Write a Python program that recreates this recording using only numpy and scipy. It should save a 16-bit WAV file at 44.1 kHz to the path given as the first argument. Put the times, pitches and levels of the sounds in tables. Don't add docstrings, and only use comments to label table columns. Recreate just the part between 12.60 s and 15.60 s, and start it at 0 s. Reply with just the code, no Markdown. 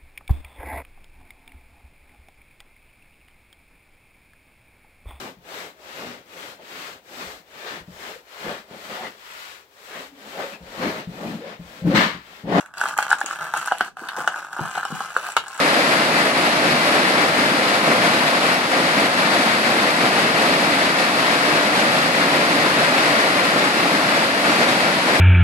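import sys
import numpy as np
from scipy import signal
from scipy.fft import rfft, irfft, next_fast_len
from scipy.io import wavfile

SR = 44100
rng = np.random.default_rng(int(sys.argv[2]) if len(sys.argv) > 2 else 0)


def file_out(sig):
    cols = np.atleast_2d(sig).T
    lim = np.clip(cols, -1, 1)
    pcm = np.round(lim * 32767).astype(np.int16)
    wavfile.write(sys.argv[1], SR, pcm)


N = 132300

SNAP_ATTACK_S, BUMP_ATTACK_S = 0.000896, 0.0012
# (frequency [Hz], gain [dB])
EDGE_COLOUR = [(300, -23.5), (2000, 8.5), (3000, -2), (5500, 0.5), (7900, 2), (9500, -6.5), (12000, -6.5),
               (13000, -8), (15100, -19), (16000, -7)]


def amp(db):
    return 10 ** (np.asarray(db) / 20)


def along(points, hz):
    f, v = np.transpose(points)
    return np.interp(np.log(hz + 1), np.log(f), v)


def unit(x):
    return x / np.sqrt(np.mean(x ** 2) + 1e-20)


def burst(x, window_s=.01):
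    return x / np.sqrt(np.sum(x ** 2) / (window_s * SR) + 1e-20)


def filtered(x, response):
    size = next_fast_len(N + SR // 2)
    return irfft(rfft(x, size) * response(np.fft.rfftfreq(size, 1 / SR)), size)[..., :N]


def coloured(x, points, size=4096):
    cepstrum = irfft(np.log(amp(along(points, np.fft.rfftfreq(size, 1 / SR)))))
    cepstrum[1:size // 2] *= 2
    cepstrum[size // 2 + 1:] = 0
    return signal.fftconvolve(x, irfft(np.exp(rfft(cepstrum))))[:len(x)]


def add(track, at_s, sound):
    start = max(0, round(at_s * SR))
    part = track[..., start:start + sound.shape[-1]]
    part += sound[..., :part.shape[-1]]


def fade(t, t60_s):
    return np.exp(-np.log(1000) * t / t60_s)


def ring(hz, t60_s, attack_s, size=8192):
    t = np.arange(size) / SR
    return np.sin(2 * np.pi * hz * t) * fade(t, t60_s) * (1 - np.exp(-t / attack_s)) ** 2


def crack(colour, t60_s, size=2048):
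    puff = rng.standard_normal(size) * fade(np.arange(size) / SR, t60_s)
    return burst(coloured(puff, colour))


def slips(per_s, scatter_db, uneven):
    gap, size, sign = rng.standard_normal((4000, 3)).T
    gaps = np.exp(uneven * gap)
    at = (np.cumsum(gaps / gaps.mean()) * SR / per_s).astype(int)
    heights = amp(scatter_db * np.clip(size, -2, 2)) * np.sign(sign)
    return np.bincount(at[at < N], heights[at < N], N)


def roughened(pulses, t60_s, size=1024):
    envelope = signal.fftconvolve(abs(pulses), fade(np.arange(size) / SR, t60_s))[:N]
    return envelope * rng.standard_normal(N)


def crinkle():
    # (time [s], body level [dB], treble level [dB])
    levels = [(0,-32,-39.5), (0.038,-44,-63), (0.126,-54.5,-72), (0.174,-37.5,-45), (.22,-29,-37),
              (.29,-30.5,-37.5), (0.361,-32,-49), (.4,-29.5,-38.5), (.5,-29,-39), (.57,-33.5,-46),
              (.655,-37.5,-42.5), (0.721,-28,-39), (.78,-36.5,-43.5), (0.85,-28,-41), (0.913,-38.5,-48),
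              (.96,-27,-37.5), (1.1,-38,-42), (1.16,-40.5,-45.5), (1.269,-35,-43.5), (1.349,-72,-85),
              (1.386,-37.5,-50), (1.52,-37,-49.5), (1.592,-26.5,-38.5), (1.7,-37,-48), (1.78,-33,-41),
              (1.9,-42.5,-53.5), (1.954,-32.5,-45.5), (2.07,-29.5,-41), (2.135,-35.5,-42),
              (2.191,-23.5,-37), (2.221,-35.5,-46), (2.4,-35,-41), (2.552,-38.5,-44), (2.585,-36.5,-42),
              (2.68,-30.5,-38), (2.75,-43,-48), (2.84,-38.5,-46), (3,-36.5,-41.5)]
    # (frequency [Hz], gain [dB])
    dull_colour = [(30, -65), (110, -25), (165, -12.5), (220, -17.5), (270, -16.5), (550, -11.5), (760, 2),
                   (1090, 0.5), (1250, 5), (1580, 6.5), (1720, -1), (1900, -26), (2300, -29), (4000, -38)]
    # (frequency [Hz], gain [dB])
    crease_colour = [(300, -33), (2000, 8), (2900, 10.5), (3500, 3.5), (4700, 1), (7900, 1), (9500, -4.5),
                     (13000, -7.5), (16000, -27)]
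    times_s, body_db, treble_db = np.transpose(levels)
    t = np.arange(N) / SR
    pulses = slips(per_s=225, scatter_db=2.2, uneven=.55)
    drive = unit(pulses) + 1.08 * unit(roughened(pulses, t60_s=.012))
    body = unit(coloured(drive, dull_colour))
    clicks = unit(coloured(roughened(pulses, t60_s=.006), crease_colour))
    fine_pulses = slips(per_s=130, scatter_db=3.6, uneven=0.74)
    crackles = unit(coloured(roughened(fine_pulses, t60_s=.002), EDGE_COLOUR))
    treble = amp(-3) * clicks + amp(-4.5) * crackles
    return amp(np.interp(t, times_s, body_db)) * body, amp(np.interp(t, times_s, treble_db)) * treble


def ticks(focus_db=11.5):
    # (time [s], level [dB], band centre [Hz])
    flicks = [(0.0607, -45.5, 1400), (.1817, -36, 4730), (0.2264, -41, 7800), (0.286, -35.5, 8300),
              (0.3776, -30, 12700), (.4272, -33.5, 8500), (.5235, -33, 8400), (0.586, -41, 8150),
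              (.605, -38, 8000), (0.6609, -29, 7300), (0.9737, -34.5, 8100), (1.0594, -35.5, 8700),
              (1.0715, -43, 13000), (1.184, -39, 3700), (1.487, -34.5, 3600), (2.252, -37, 5800),
              (2.7203, -38.5, 8600), (2.883, -39, 8600), (2.9445, -43, 8000), (2.9776, -40.5, 8900)]
    out = np.zeros(N)
    for at_s, db, hz in flicks:
        focus = [(hz / np.sqrt(2), -focus_db), (hz, 0), (hz * np.sqrt(2), -focus_db)]
        tick = coloured(crack(EDGE_COLOUR, t60_s=.005), focus)
        add(out, at_s, amp(db) * burst(tick))
    return out


def snaps():
    # (time [s], lower mode [Hz], upper mode [Hz],
    # lower level [dB], upper level [dB], rim level [dB], crack level [dB])
    buckles = [(0.138,760,1540,-48,-40,-48,-45.5), (0.213,835,1515,-25.5,-18,-53,-31),
               (0.2368,810,1470,-26,-22.5,-57,-33), (0.2558,737,1270,-27.5,-21,-44,-47),
               (0.3862,805,1430,-15.5,-16.5,-30,-27), (0.4244,825,1520,-32,-25,-32,-41),
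               (0.5037,815,1510,-30,-27,-34.5,-26.5), (0.514,827,1536,-19,-12,-33,-56),
               (0.5276,872,1510,-17.5,-12,-29.5,-30), (0.613,820,1624,-22.5,-20.5,-40,-34),
               (0.7098,800,1456,-38,-25.5,-39,-37.5), (0.9376,880,1477,-19,-20.5,-42,-29.5),
               (1.0739,820,1370,-29,-26,-51,-30.5), (1.0803,970,1530,-29.5,-25,-41,-47),
               (1.1135,860,1550,-21.5,-23,-57,-60), (1.1195,780,1380,-12.5,-19,-30.5,-34),
               (1.2076,754,1466,-19.5,-15,-28,-28), (1.369,760,1380,-37,-34.5,-47.5,-48),
               (1.4878,980,1600,-32.5,-28.5,-32.5,-58), (1.675,733,1450,-19,-14.5,-27.5,-26.5),
               (1.7418,786,1525,-39,-27,-56,-63), (1.929,810,1524,-45,-30.5,-53,-38),
               (1.992,890,1310,-24.5,-28.5,-41,-63), (2.151,760,1530,-35,-33,-33.5,-49),
               (2.1752,738,1240,-22.5,-42,-34,-41), (2.23,800,1410,-42,-24.5,-40.5,-59),
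               (2.2511,776,1330,-26,-23.5,-35,-54), (2.4048,795,1190,-25,-23.5,-44,-36),
               (2.5645,507,1406,-26.5,-14,-33,-37), (2.766,976,1310,-17,-13.5,-20.5,-19.5),
               (2.7733,856,1200,-23,-20,-38,-42), (2.9944,795,1330,-49,-24.5,-44,-36.5)]
    # (frequency [Hz], gain [dB])
    ring_colour = [(70, -49), (160, -4.5), (220, -1.5), (300, -3.5), (600, -3), (850, 0), (1620, 0.5),
                   (1900, -7), (2300, -13), (4000, -39), (9000, -60)]
    # (frequency [Hz], gain [dB])
    rim_colour = [(300, -22.5), (1700, 0), (2400, -5.5), (2950, 0.5), (3400, -5.5), (4700, -10),
                  (9000, -59)]
    # (upper mode [Hz], t60 [s])
    upper_t60_s = [(1440, 0.0059), (1530, 0.0094)]
    body, treble = np.zeros((2, N))
    for at_s, lower_hz, upper_hz, lower_db, upper_db, rim_db, crack_db in buckles:
        lower = ring(lower_hz, t60_s=0.021, attack_s=SNAP_ATTACK_S / 2)
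        upper = ring(upper_hz, along(upper_t60_s, upper_hz), SNAP_ATTACK_S)
        add(body, at_s, amp(lower_db - 2.5) * burst(coloured(lower, ring_colour)))
        add(body, at_s, amp(upper_db) * burst(coloured(upper, ring_colour)))
        rim = amp(rim_db - 1.5) * crack(rim_colour, t60_s=0.042)
        edge = amp(crack_db - 4.5) * crack(EDGE_COLOUR, t60_s=0.012)
        add(treble, at_s + SNAP_ATTACK_S, rim + edge)
    return body, treble


def bumps(thud_t60_s=.04):
    # (time [s], pitch [Hz], level [dB], ring t60 [s])
    knocks = [(0.235, 415, -31, 0.041), (.638, 407, -36, 0.017), (1.208, 330, -33.5, 0.018),
              (1.418, 330, -37, 0.031), (1.58, 254, -28, 0.025), (1.991, 296, -30.5, 0.023),
              (2.008, 162, -24, 0.061), (2.302, 302, -32.5, 0.028), (2.322, 195, -28, 0.066),
              (2.765, 458, -25.5, 0.032)]
    # (frequency [Hz], gain [dB])
    table_colour = [(40, -20), (140, -0.5)]
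    out = np.zeros(N)
    for at_s, hz, db, t60_s in knocks:
        thud_colour = [(hz / 4, -30), (hz / 2, -12), (hz, 0), (hz * 2, -10), (hz * 5, -50)]
        thud = crack(thud_colour, thud_t60_s, size=8192)
        tone = burst(ring(hz, t60_s, BUMP_ATTACK_S))
        tone_share = t60_s / (t60_s + thud_t60_s)
        add(out, at_s, amp(db + 1.5) * (tone_share * tone + (1 - tone_share) * thud))
    return coloured(out, table_colour)


def twangs(t60_s=.1, scatter_db=2):
    # (time [s], level [dB])
    releases = [(0.6613, -40.5), (2.7655, -25.5)]
    # (frequency [Hz], level [dB])
    modes = [(2815, 2), (2960, 2), (3225, -2.5), (5324, -17)]
    out = np.zeros(N)
    for at_s, db in releases:
        twang = sum(amp(mode_db + scatter_db * rng.standard_normal()) * ring(hz, t60_s, SNAP_ATTACK_S / 2)
                    for hz, mode_db in modes)
        add(out, at_s, amp(db) * burst(twang))
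    return out


def room(x, tail_db, side_db, early_db, early_t60_s, delay_s):
    # (frequency [Hz], t60 [s])
    tail_t60_s = [(150, 0.33), (1200, 0.13), (3000, 0.17), (15000, 0.12)]
    out, hop = np.zeros((2, N)), N // 12
    side_gain = amp(side_db)
    for start in range(0, N, hop):
        hz, t, spectra = signal.stft(rng.standard_normal((2, SR // 3)), SR, nperseg=256)
        tail = signal.istft(spectra * fade(t, along(tail_t60_s, hz)[:, None]), SR)[1]
        early = rng.standard_normal(tail.shape) * fade(np.arange(tail.shape[1]) / SR, early_t60_s)
        tail *= amp(tail_db) / np.linalg.norm(tail[0])
        early *= amp(early_db) / np.linalg.norm(early[0])
        mid, side = tail + early
        pair = np.array([mid + side_gain * side, mid - side_gain * side]) / np.hypot(1, side_gain)
        add(out, start / SR + delay_s, signal.fftconvolve(x[None, start:start + hop], pair, axes=1))
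    return out


def boom(x, window_s=.01):
    mode = ring(hz=166.6, t60_s=0.24, attack_s=BUMP_ATTACK_S, size=16384)
    ringing = signal.fftconvolve(x, mode)[:N] / np.sqrt(window_s * SR)
    return amp(-25) * ringing * np.array([[1], [-.6]])


def port_phase(hz):
    # (frequency [Hz], left lead [rad])
    lead_rad = [(1750, 1.5), (2150, 2.5), (3200, 7), (4900, 3), (6800, 10), (9500, 14.5), (13200, 8),
                (15000, 17.5)]
    return np.exp(.5j * along(lead_rad, hz) * np.array([[1], [-1]]))


def port_balance(hz):
    # (frequency [Hz], left minus right [dB])
    left_db = [(100, 4.6), (800, 0.093), (4400, 0.78), (8000, 8.5), (15000, 0.41)]
    left = amp(along(left_db, hz))
    return np.array([left, np.ones_like(hz)]) * np.sqrt(2) / np.hypot(1, left)


def hush():
    # (frequency [Hz], gain [dB])
    colour = [(20, -12), (150, 2), (1500, -14), (2200, -22), (15000, -32)]
    return amp(-63) * np.array([unit(coloured(noise, colour)) for noise in rng.standard_normal((2, N))])


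def scene():
    snap_body, snap_treble = snaps()
    crinkle_body, crinkle_treble = crinkle()
    body = crinkle_body + snap_body + bumps()
    treble = crinkle_treble + snap_treble + ticks() + twangs()
    direct = body + filtered(treble, port_phase)
    wet = room(body, tail_db=-9, side_db=-8, early_db=-11.5, early_t60_s=0.033, delay_s=0.002998)
    wet += room(treble, tail_db=-2.5, side_db=0, early_db=-6, early_t60_s=0.015, delay_s=.0003)
    return filtered(direct + wet + boom(body), port_balance) + hush()


def record(dry):
    ceiling, top_hz = .95, 16000
    rounded = dry / (1 + (dry / ceiling) ** 6) ** (1 / 6)
    return filtered(rounded, lambda hz: hz < top_hz)


dry = scene()
out = record(dry)
file_out(out)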